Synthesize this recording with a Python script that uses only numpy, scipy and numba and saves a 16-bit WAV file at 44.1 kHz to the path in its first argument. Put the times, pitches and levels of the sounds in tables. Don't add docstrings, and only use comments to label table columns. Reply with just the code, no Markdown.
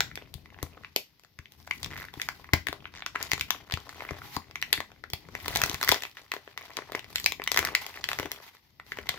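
import sys
import numpy as np
from scipy import signal
from scipy.fft import rfft, irfft
from scipy.io import wavfile
from scipy.ndimage import uniform_filter1d
from numba import njit

SR = 44100
rng = np.random.default_rng(int(sys.argv[2]) if len(sys.argv) > 2 else 0)


def wrap_up_sound(samples):
    columns = np.atleast_2d(samples).T
    tamed = np.clip(columns, -1, 1)
    steps = np.round(tamed * 32767).astype(np.int16)
    wavfile.write(sys.argv[1], SR, steps)


N = 404838


def undb(db):
    return 10 ** (np.asarray(db) / 20)


def value_at(table, hz):
    row_hz, values = np.transpose(table)
    return np.interp(np.log(np.maximum(hz, 1)), np.log(row_hz), values)


def noise(spectrum, alike_hz):
    hz = np.fft.rfftfreq(N, 1 / SR)
    mid, side = rfft(rng.standard_normal((2, N))) * undb(value_at(spectrum, hz))
    side = side * hz / np.hypot(hz, alike_hz)
    x = irfft(np.array([mid + side, mid - side]), N)
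    return x / np.sqrt(np.mean(x ** 2))


def wander(per_s):
    step = int(SR / per_s)
    return uniform_filter1d(np.repeat(rng.standard_normal(N // step + 1), step), step)[:N]


@njit
def add_rings(out, start, hz, fade_s, rise_s, gain):
    for k in range(len(start)):
        tone_step = np.exp(2j * np.pi * hz[k] / SR - np.log(1000) / (fade_s[k] * SR))
        rise_step = np.exp(-1 / (rise_s[k] * SR))
        tone, held_back = 1 + 0j, 1.
        for i in range(start[k], min(start[k] + int(fade_s[k] * SR), out.shape[1])):
            tone, held_back = tone * tone_step, held_back * rise_step
            out[0, i] += (gain[0, k] * tone).imag * (1 - held_back) ** 2
            out[1, i] += (gain[1, k] * tone).imag * (1 - held_back) ** 2


def stereo(hz, left_db, level_luck, phase_luck, lag_s=.00009, bass_left_db=8.0):
    apart = hz / np.hypot(hz, 3500)
    db = bass_left_db / (1 + (hz / 900) ** 4) + (left_db + 3.5 * level_luck) * apart
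    turn = 2 * np.pi * hz * lag_s + 2.0 * apart ** 2 * phase_luck
    return np.array([undb(db / 2) * np.exp(.5j * turn), undb(-db / 2) * np.exp(-.5j * turn)])


# frequency in Hz, relative level in dB.
AIR_SPECTRUM = [(18, -20.5), (30, -14), (93, -2), (1340, -24.5), (2050, -21), (5300, -14.5), (8530, -31.5),
                (13400, -17.5), (16500, -31)]
def quiet_air(level_db=-67.5):
    return noise(AIR_SPECTRUM, alike_hz=800.) * undb(level_db + np.array([[1.5], [-1.5]]))


# delay in seconds, left level in dB, right level in dB.
FIRST_ECHO = [(.0074, -16, -41.5)]
# frequency in Hz, fade time in seconds.
ROOM_FADE = [(100, 0.17), (600, 0.14), (3000, 0.22), (12000, 0.2)]
# frequency in Hz, level in dB next to the direct sound.
ROOM_LEVEL = [(100, -8.5), (600, -7), (3000, -10), (12000, -11)]
def room(direct, wall_delay_s=.0072):
    t = np.arange(SR // 2) / SR
    tail = np.zeros((2, len(t)))
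    for hz in 63 * 2. ** np.arange(9):
        edges_hz = [hz / np.sqrt(2), min(hz * np.sqrt(2), .45 * SR)]
        octave = signal.butter(2, edges_hz, "band", fs=SR, output="sos")
        mid, side = rng.standard_normal((2, len(t)))
        wash = mid + min(hz / 2500, 1) * side * np.array([[1], [-1]])
        fade = undb(-60 * t / value_at(ROOM_FADE, hz))
        fade /= np.sqrt(2 * np.sum(fade ** 2))
        tail += signal.sosfilt(octave, wash * fade) * undb(value_at(ROOM_LEVEL, hz))
    wait = int(wall_delay_s * SR)
    response = np.pad(tail, ((0, 0), (wait, 0)))
    response[:, :wait] += tail[:, :wait] * undb(1.0)
    for delay_s, left_db, right_db in FIRST_ECHO:
        response[:, int(delay_s * SR)] += undb([left_db, right_db])
    return signal.fftconvolve(direct, response, axes=1)[:, :N]


# pitch in Hz, relative level in dB, fade time in seconds.
MATTRESS_TONES = [(81, 1, 0.086), (115.7, -1, 0.046), (306, 8, 0.02)]
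# start in seconds, level in dB, extra dB for the highest tone.
PUSHES = [(0.352, -33, -15), (0.629, -27, -4), (1.391, -38.5, -9), (1.867, -44, -18), (1.916, -43, 4),
          (2.171, -39.5, 3), (2.533, -16, -1.5), (2.689, -35, 4), (3.33, -30, -3), (3.411, -42, -30),
          (3.736, -24, -42), (4.115, -31, -4), (4.159, -41.5, -7), (4.366, -31.5, 7), (4.781, -38, 1.5),
          (5.133, -31.5, -29), (5.553, -39.5, -13), (5.634, -28, -22), (5.696, -37, 7), (5.738, -32, -12),
          (5.897, -31, -5), (7.587, -37, -3), (8.195, -34.5, 4), (8.252, -42, 11), (9.095, -40.5, -17)]
def mattress(rumble_db):
    start_s, db, extra_db = np.transpose(PUSHES)
    hz, tone_db, fade_s = np.transpose(MATTRESS_TONES)
    luck = rng.standard_normal((len(start_s), len(hz), 3))
    hz = hz * (1 + 0.036 * luck[..., 0])
    level = undb(db[:, None] + tone_db + np.outer(extra_db, [0, 0, 1]))
    gain = level * stereo(hz, 0, luck[..., 1], luck[..., 2])
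    start = np.repeat(start_s * SR, 3).astype(int)
    rise_s = np.full(hz.size, .0015)
    thumps = np.zeros((2, N))
    add_rings(thumps, start, hz.ravel(), np.tile(fade_s, len(start_s)), rise_s, gain.reshape(2, -1))
    rumble = noise([(30, -14.0), (80, -2.0), (125, -11), (300, -17), (1500, -46.5)], alike_hz=600.)
    return thumps + rumble * undb(rumble_db + 1.3 * wander(38) + np.array([[3.5], [-3.5]]))


# frequency in Hz, relative level in dB.
HISS_SPECTRUM = [(150, -26), (250, -8), (495, -26.5), (823, 1), (1370, -7), (2010, -8), (2670, -6.5),
                 (5470, -6), (8930, -10.5), (15100, -8.5), (16500, -31.5)]
def rustle(effort_db, bright_db):
    hiss = noise(HISS_SPECTRUM, alike_hz=1500.)
    treble = signal.sosfilt(signal.butter(2, 5000, "high", fs=SR, output="sos"), hiss)
    hiss = hiss + treble * (undb(bright_db) - 1)
    flicker_db = np.minimum(14 * wander(120), 5)
    return hiss * undb(effort_db - 5.0 + flicker_db + np.array([[1.5], [-1.5]]))


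# start and end in seconds, final level in dB, growth on the way in dB.
STROKES = [(.55, .63, -67, 12), (2.11, 2.178, -49, 22), (4.004, 4.033, -59, -1), (4.094, 4.143, -57, -1),
           (4.186, 4.358, -41, 16), (5.8, 5.978, -50, 1), (6.02, 6.084, -53, 1), (6.33, 6.38, -52, 3),
           (6.913, 6.98, -53, 1), (7.813, 7.902, -51.5, -8), (8.086, 8.26, -49.5, -5),
           (8.412, 8.49, -53.5, 1), (8.845, 8.93, -50, 8)]
def finger_slides(stop_s=0.0069):
    t = np.arange(N) / SR
    level = np.zeros(N)
    for start_s, end_s, db, growth_db in STROKES:
        still_to_go = ((end_s - t) / (end_s - start_s)).clip(0, 1)
        halt = np.exp(-(t - end_s).clip(0) / stop_s)
        level += undb(db - growth_db * still_to_go) * (t > start_s) * halt
    return noise(HISS_SPECTRUM, alike_hz=1500.) * level * undb(4.9 * wander(55))


# lowest and highest pitch in Hz, typical fade time in seconds, boost in dB.
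PLASTIC_BANDS = [(408, 1240, 0.0096, 4), (1028, 3807, 0.0058, 11), (3255, 8100, 0.0028, 17),
                 (7310, 17520, 0.0055, 15.5)]
def facet_clicks(start_s, main_hz, band_db, left_db, tones):
    dice = rng.random((len(start_s), 4, tones, 4))
    luck = rng.standard_normal((len(start_s), 4, tones, 3))
    low_hz, high_hz, typical_s, boost_db = (column[:, None] for column in np.transpose(PLASTIC_BANDS))
    hz = low_hz * (high_hz / low_hz) ** ((np.arange(tones) + dice[..., 0]) / tones)
    db = band_db[:, :, None] + boost_db - 10 * np.log10(tones) + 2.0 * luck[..., 0]
    db[:, 1] -= 11 * np.log2(hz[:, 1] / main_hz[:, None]) ** 2
    slip_s = start_s[:, None, None] + .0006 * dice[:, :1, :1, 3] * np.floor(3 * dice[..., 1] ** 2)
    phase = 2 * np.pi * (dice[:, :1, :1, 2] + .45 * dice[..., 2])
    gain = undb(db) * np.exp(1j * phase) * stereo(hz, left_db, luck[..., 1], luck[..., 2])
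    fade_s = typical_s * (.6 + .8 * dice[..., 3])
    clicks = np.zeros((2, N))
    for k in range(4):
        band = np.zeros((2, N))
        start = (slip_s[:, k] * SR).astype(int).ravel()
        fades = fade_s[:, k].ravel()
        add_rings(band, start, hz[:, k].ravel(), fades, 0.022 * fades, gain[:, :, k].reshape(2, -1))
        bass_cut = signal.butter(2, 0.6 * low_hz[k, 0], "high", fs=SR, output="sos")
        clicks += signal.sosfilt(bass_cut, band)
    return clicks


def crackle(effort_db, bright_db, chances_per_s=450, busy_db=-44.5, sparse_share=0.093):
    when, size, chance, pitch = rng.random((int(chances_per_s * N / SR), 4)).T
    start = (when * N).astype(int)
    db = effort_db[start] + np.minimum(-2.5 * np.log(1 - size), 14.)
    db[chance > sparse_share ** ((busy_db - effort_db[start]) / 20)] = -np.inf
    tilt_db = np.outer(bright_db[start], [-0.51, -0.42, 0.71, 0.74])
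    colour_db = np.array([-8.5, -6.5, -5.5, -9.5]) + tilt_db + 5.66 * rng.standard_normal((len(db), 4))
    return facet_clicks(start / SR, 900 * 4.2 ** pitch, db[:, None] + colour_db, left_db=2.5, tones=4)


# start and end in seconds, slips per second at first and at last,
# level in dB, main ring in Hz, extra dB for the thin ring.
SEAL_RUNS = [(1.905, 1.945, 150, 140, -37, 1900, -12), (1.958, 2.058, 90, 95, -36, 1800, -12),
             (2.939, 3.012, 115, 88, -41, 2200, -4), (6.175, 6.2, 200, 180, -45, 2300, -8)]
def seal_creaks(unevenness=0.17):
    ticks = []
    for start_s, end_s, first_rate, last_rate, db, hz, thin_db in SEAL_RUNS:
        count = int((end_s - start_s) * (first_rate + last_rate) / 2) + 1
        luck = rng.standard_normal((count, 2))
        gaps_s = (1 + unevenness * luck[:, 0]) / np.linspace(first_rate, last_rate, count)
        times_s = start_s + np.cumsum(gaps_s) - gaps_s[0]
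        band_db = db + 0.28 * luck[:, 1:] + np.array([-8, 0, thin_db, -24])
        ticks.append(np.column_stack([times_s, np.full(count, hz), band_db]))
    ticks = np.concatenate(ticks)
    return facet_clicks(ticks[:, 0], ticks[:, 1], ticks[:, 2:], left_db=1.5, tones=6)


# start in seconds, level in dB, main ring in Hz,
# extra dB for the card body, extra dB for the crisp edge.
BUCKLES = [(.0055, -8.5, 1160, -18.5, -19), (0.114, -39, 2030, -24, -38), (.156, -33.5, 3320, -29, -6),
           (0.1747, -26.5, 2230, -10.5, -38), (.222, -43.5, 2500, 3, -25), (0.3407, -47, 3140, -1, 11),
           (0.458, -43.5, 2360, -0.5, -22), (.503, -47, 3000, -16, -22), (0.588, -38, 1200, -3, -35),
           (0.6282, -33, 900, 8.5, 2), (0.835, -42, 1570, -11.5, -26), (.8467, -29.5, 2220, -18, -47),
           (0.962, -16, 3510, -7, -5.5), (1.196, -51, 2380, -12, -9), (1.236, -49, 2200, -4.5, -11),
           (1.248, -48, 1200, -6, -16), (1.3891, -34, 2700, -16.5, -18), (1.457, -41, 3450, -9, -27),
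           (1.521, -54.5, 3600, -6, 4), (1.675, -35.5, 2000, -3, -22), (1.7106, -18, 2160, -12.5, -24.5),
           (1.8307, -31, 2140, -6, -3), (1.845, -28, 3000, -16, -10), (1.8607, -33.5, 1950, -3, -10),
           (2.0846, -32, 1850, -22, -44), (2.139, -36.5, 3760, -1, -13), (2.198, -29.5, 2040, -9, -24),
           (2.2166, -21.5, 2840, -32, -9.5), (2.2878, -19.5, 1790, -20.5, -15.5),
           (2.4436, -39, 1530, -31, -32), (2.49, -40, 1240, -3, -37), (2.5348, -11.5, 1840, -12, -13),
           (2.5384, -17, 1770, 2, -11.5), (2.6696, -18, 1700, -13, -14), (2.6853, -23.5, 1900, -5.5, -13.5),
           (2.7284, -29.5, 910, 1, -12.5), (2.8549, -29.5, 2200, -13, -51), (3.0224, -26.5, 2540, -12, -44),
           (3.0626, -20, 2130, -16, -18), (3.1549, -26.5, 1600, -26, -36), (3.1583, -20.5, 1850, -6.5, -26),
           (3.2119, -29.5, 2170, -15, -23), (3.2275, -29.5, 2020, -10, 4), (3.3168, -11.5, 2480, -61, -17),
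           (3.3336, -16, 2220, -12.5, -11), (3.379, -30.5, 1800, -3, -14), (3.3963, -30.5, 2270, -14, -10),
           (3.4104, -17, 2350, -30, -11.5), (3.5057, -16.5, 1340, -14, -8), (3.699, -36, 1070, -2, -25),
           (3.71, -27.5, 1900, -18, -27), (3.7229, -24, 1920, -8, -13), (3.7387, -19.5, 3200, -14, -17),
           (3.7733, -26, 960, -6, -25), (3.8925, -32, 1270, -11, -13.5), (4.0062, -24, 1970, -11, -43),
           (4.021, -33.5, 1790, 2, -32), (4.0897, -27.5, 1930, -36, -43), (4.1088, -24, 1690, -3.5, -28),
           (4.3653, -21, 1020, 4, -11), (4.511, -36, 3200, -10, -23), (4.557, -27, 2150, -11.5, -16),
           (4.6159, -40.5, 3190, -25, 2), (4.6256, -13, 3350, -21, -23), (4.7286, -14.5, 2560, -12, -4.5),
           (4.739, -19, 2070, -10.5, -44), (4.7767, -29, 2100, -2.5, -22), (4.8041, -22, 1350, -3.5, -20.5),
           (4.917, -39, 2480, -1.5, -26), (5.0387, -27.5, 1610, -13, -29), (5.101, -40.5, 3500, 2.5, -2),
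           (5.1342, -23.5, 3330, -1.5, -6.5), (5.2874, -39.5, 1130, 3, -24),
           (5.3515, -26.5, 2300, -5, -15.5), (5.4596, -27, 870, -18, -18), (5.481, -23.5, 3280, -2, -4),
           (5.5521, -29, 3480, -23, 1), (5.5588, -19.5, 2300, -3.5, -4), (5.5628, -22, 2060, -30, -13),
           (5.571, -28, 2470, -14, 5), (5.6165, -13, 2550, -51, -13), (5.6368, -12, 1670, -15, -10.5),
           (5.661, -38.5, 2070, 4.5, 11), (5.6965, -22, 3520, -30, -10.5), (5.7442, -23.5, 2020, -3, -8.5),
           (5.8129, -23.5, 1310, -4, -10), (5.8286, -18.5, 1550, -5.5, -8), (5.8374, -22.5, 900, -9, -10),
           (5.847, -29, 2080, -27, 0), (5.8768, -19, 2150, -31, -18), (5.886, -27, 2170, -24, 3),
           (5.8906, -14, 2070, -8, -1.5), (5.9169, -15, 1710, -23.5, -4), (5.9212, -24.5, 2220, 17, 3),
           (5.944, -21, 2290, -45, -12), (6.022, -28.5, 2210, -9.5, -10), (6.0351, -23.5, 2440, -17, -14),
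           (6.052, -27.5, 2200, -7.5, -30), (6.1702, -34.5, 2330, -21, -23),
           (6.3176, -19.5, 2130, -11, -15.5), (6.3379, -27.5, 1740, -0.5, -13),
           (6.365, -31.5, 1500, 0, -25), (6.4764, -36.5, 2160, 1, -33), (6.5765, -30.5, 1870, -17, -11),
           (6.705, -37, 1100, -5, -30), (6.7689, -25, 2050, -12, -8.5), (6.7754, -33.5, 2200, 4.5, -29),
           (6.788, -33.5, 1520, 8, -24), (6.821, -39, 1500, 2, -33), (6.9204, -33.5, 1850, 4, -7),
           (6.9498, -22.5, 1820, 0, -24), (6.9536, -29.5, 1780, -10, -12), (6.9933, -30, 2970, -9.5, -16),
           (7.044, -36.5, 3220, -7, -18), (7.158, -17, 2850, -19.5, -9.5), (7.1826, -25, 3290, -39, -14),
           (7.1994, -27.5, 2100, -15.5, -7), (7.261, -10, 2590, -22.5, -9), (7.3212, -24, 2200, -11, -9.5),
           (7.398, -31.5, 2200, 2, -38), (7.419, -26.5, 1880, -12, -30), (7.439, -37.5, 1860, -16.5, 3.5),
           (7.463, -35.5, 2310, -29, -23), (7.4757, -17, 2200, -23, -16.5), (7.5173, -17, 3370, -10.5, -5),
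           (7.544, -23, 1840, -6, -11), (7.562, -22, 2370, -8, -13), (7.5739, -16, 1910, -27, -5.5),
           (7.5838, -23, 1180, 1, -14), (7.591, -14.5, 1270, -10, -6.5), (7.628, -23, 965, -8.5, -19),
           (7.65, -21.5, 1660, -15, -2.5), (7.6721, -26.5, 1770, -17, -14), (7.6878, -23, 960, -9, -30),
           (7.7506, -8.5, 3120, -16.5, -15), (7.8652, -33, 1790, -3, -1), (7.9736, -36, 1660, -7, -26),
           (8.041, -17.5, 3250, -28, -17.5), (8.0889, -20.5, 2120, -12, -14),
           (8.1158, -20.5, 1900, -25, -18), (8.1314, -22.5, 1870, -12, -14), (8.1883, -25.5, 1800, -5, -12),
           (8.1983, -28.5, 1730, 3, -6.5), (8.2294, -29, 2120, 0, -14), (8.257, -31, 1390, 2, -14),
           (8.3167, -35, 1720, -0.5, 8.5), (8.7986, -30, 1400, -24, -29), (8.865, -48, 3500, -7, -11.5),
           (8.9201, -24, 1680, -12, -26.5), (8.9715, -32.5, 1800, -2, -21), (8.9868, -27, 2040, 0, -24),
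           (9.07, -37.5, 2000, -11, -21), (9.09, -21, 1470, -12, -8.5), (9.0926, -15.5, 3640, -8.5, -17)]
def snaps():
    start_s, db, hz, body_db, crisp_db = np.transpose(BUCKLES)
    thin_db = 4 + 0.65 * crisp_db
    colour_db = np.transpose([body_db, np.zeros_like(db), thin_db, crisp_db])
    return facet_clicks(start_s, hz, db[:, None] + colour_db, left_db=6, tones=9)


# time in seconds, effort in dB (it drives crackle and rustle),
# mattress rumble in dB, brightness in dB.
HAND_MOTION = [(0.0, -57, -48.5, -11), (0.36, -65.5, -57.5, -29), (0.82, -58, -55, -25.5),
               (1.02, -65.5, -76, -4), (1.28, -74.5, -72, -7), (1.76, -56.5, -56.5, 8),
               (1.87, -54.5, -48.5, -10), (1.99, -53, -49, 11), (2.1, -60.5, -61, -6),
               (2.22, -49.5, -57.5, 1), (2.68, -63, -56, -10), (2.89, -58, -58.5, -25),
               (3.09, -63, -62, -3), (3.22, -47.5, -57.5, -13), (3.4, -55, -51, 8),
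               (3.55, -57.5, -57.5, -23), (3.73, -57, -61, -3), (4.22, -51.5, -53, -13),
               (4.42, -63, -62, -20), (4.73, -55.5, -55, 2), (4.83, -59, -60.5, -28),
               (5.11, -68, -58.5, -24), (5.42, -49, -52, 0), (5.57, -43.5, -43, -6), (5.78, -45, -55, -2),
               (5.9, -42.5, -58.5, -10), (6.08, -57.5, -67, -0.5), (6.49, -61, -70.5, -7),
               (6.7, -53.5, -65, -7), (6.95, -52, -58, -21.5), (7.23, -55.5, -55.5, 12),
               (7.47, -67, -56.5, -16), (7.65, -46, -48, -18), (7.87, -50, -66.5, -4.5),
               (8.13, -51, -53, -6.5), (8.28, -50.5, -59, -12), (8.56, -58.5, -77.5, -4),
               (8.82, -78, -66, 0), (9.03, -47, -52, -8), (9.18, -48, -59, -13)]
def scene():
    times_s, *columns = np.transpose(HAND_MOTION)
    effort_db, rumble_db, bright_db = (np.interp(np.arange(N) / SR, times_s, c) for c in columns)
    effort_db = effort_db + 2.5 * wander(12)
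    pack = snaps() + seal_creaks() + finger_slides() + crackle(effort_db, bright_db)
    direct = pack + rustle(effort_db, bright_db) + mattress(rumble_db)
    return direct + room(direct) + quiet_air()


# centre in Hz, width in Hz, change in dB.
MIC_DUCT = [(2010, 270, 6.5), (8630, 5250, -14.5), (15100, 2100, -3)]
def record(dry, lowest_hz=42., highest_hz=17100):
    hz = np.fft.rfftfreq(N, 1 / SR)
    duct_db = sum(db / (1 + (2 * (hz - centre) / width) ** 2) for centre, width, db in MIC_DUCT)
    top_loss_db = 18 / (1 + np.exp((15900 - hz) / 150))
    x = irfft(rfft(dry) * undb(duct_db - top_loss_db), N)
    x = signal.sosfilt(signal.butter(2, lowest_hz, "high", fs=SR, output="sos"), x)
    rounded = np.tanh(0.79 * x) / 0.62
    return signal.sosfilt(signal.ellip(14, .2, 105, highest_hz, fs=SR, output="sos"), rounded)


dry = scene()
out = record(dry)
wrap_up_sound(out)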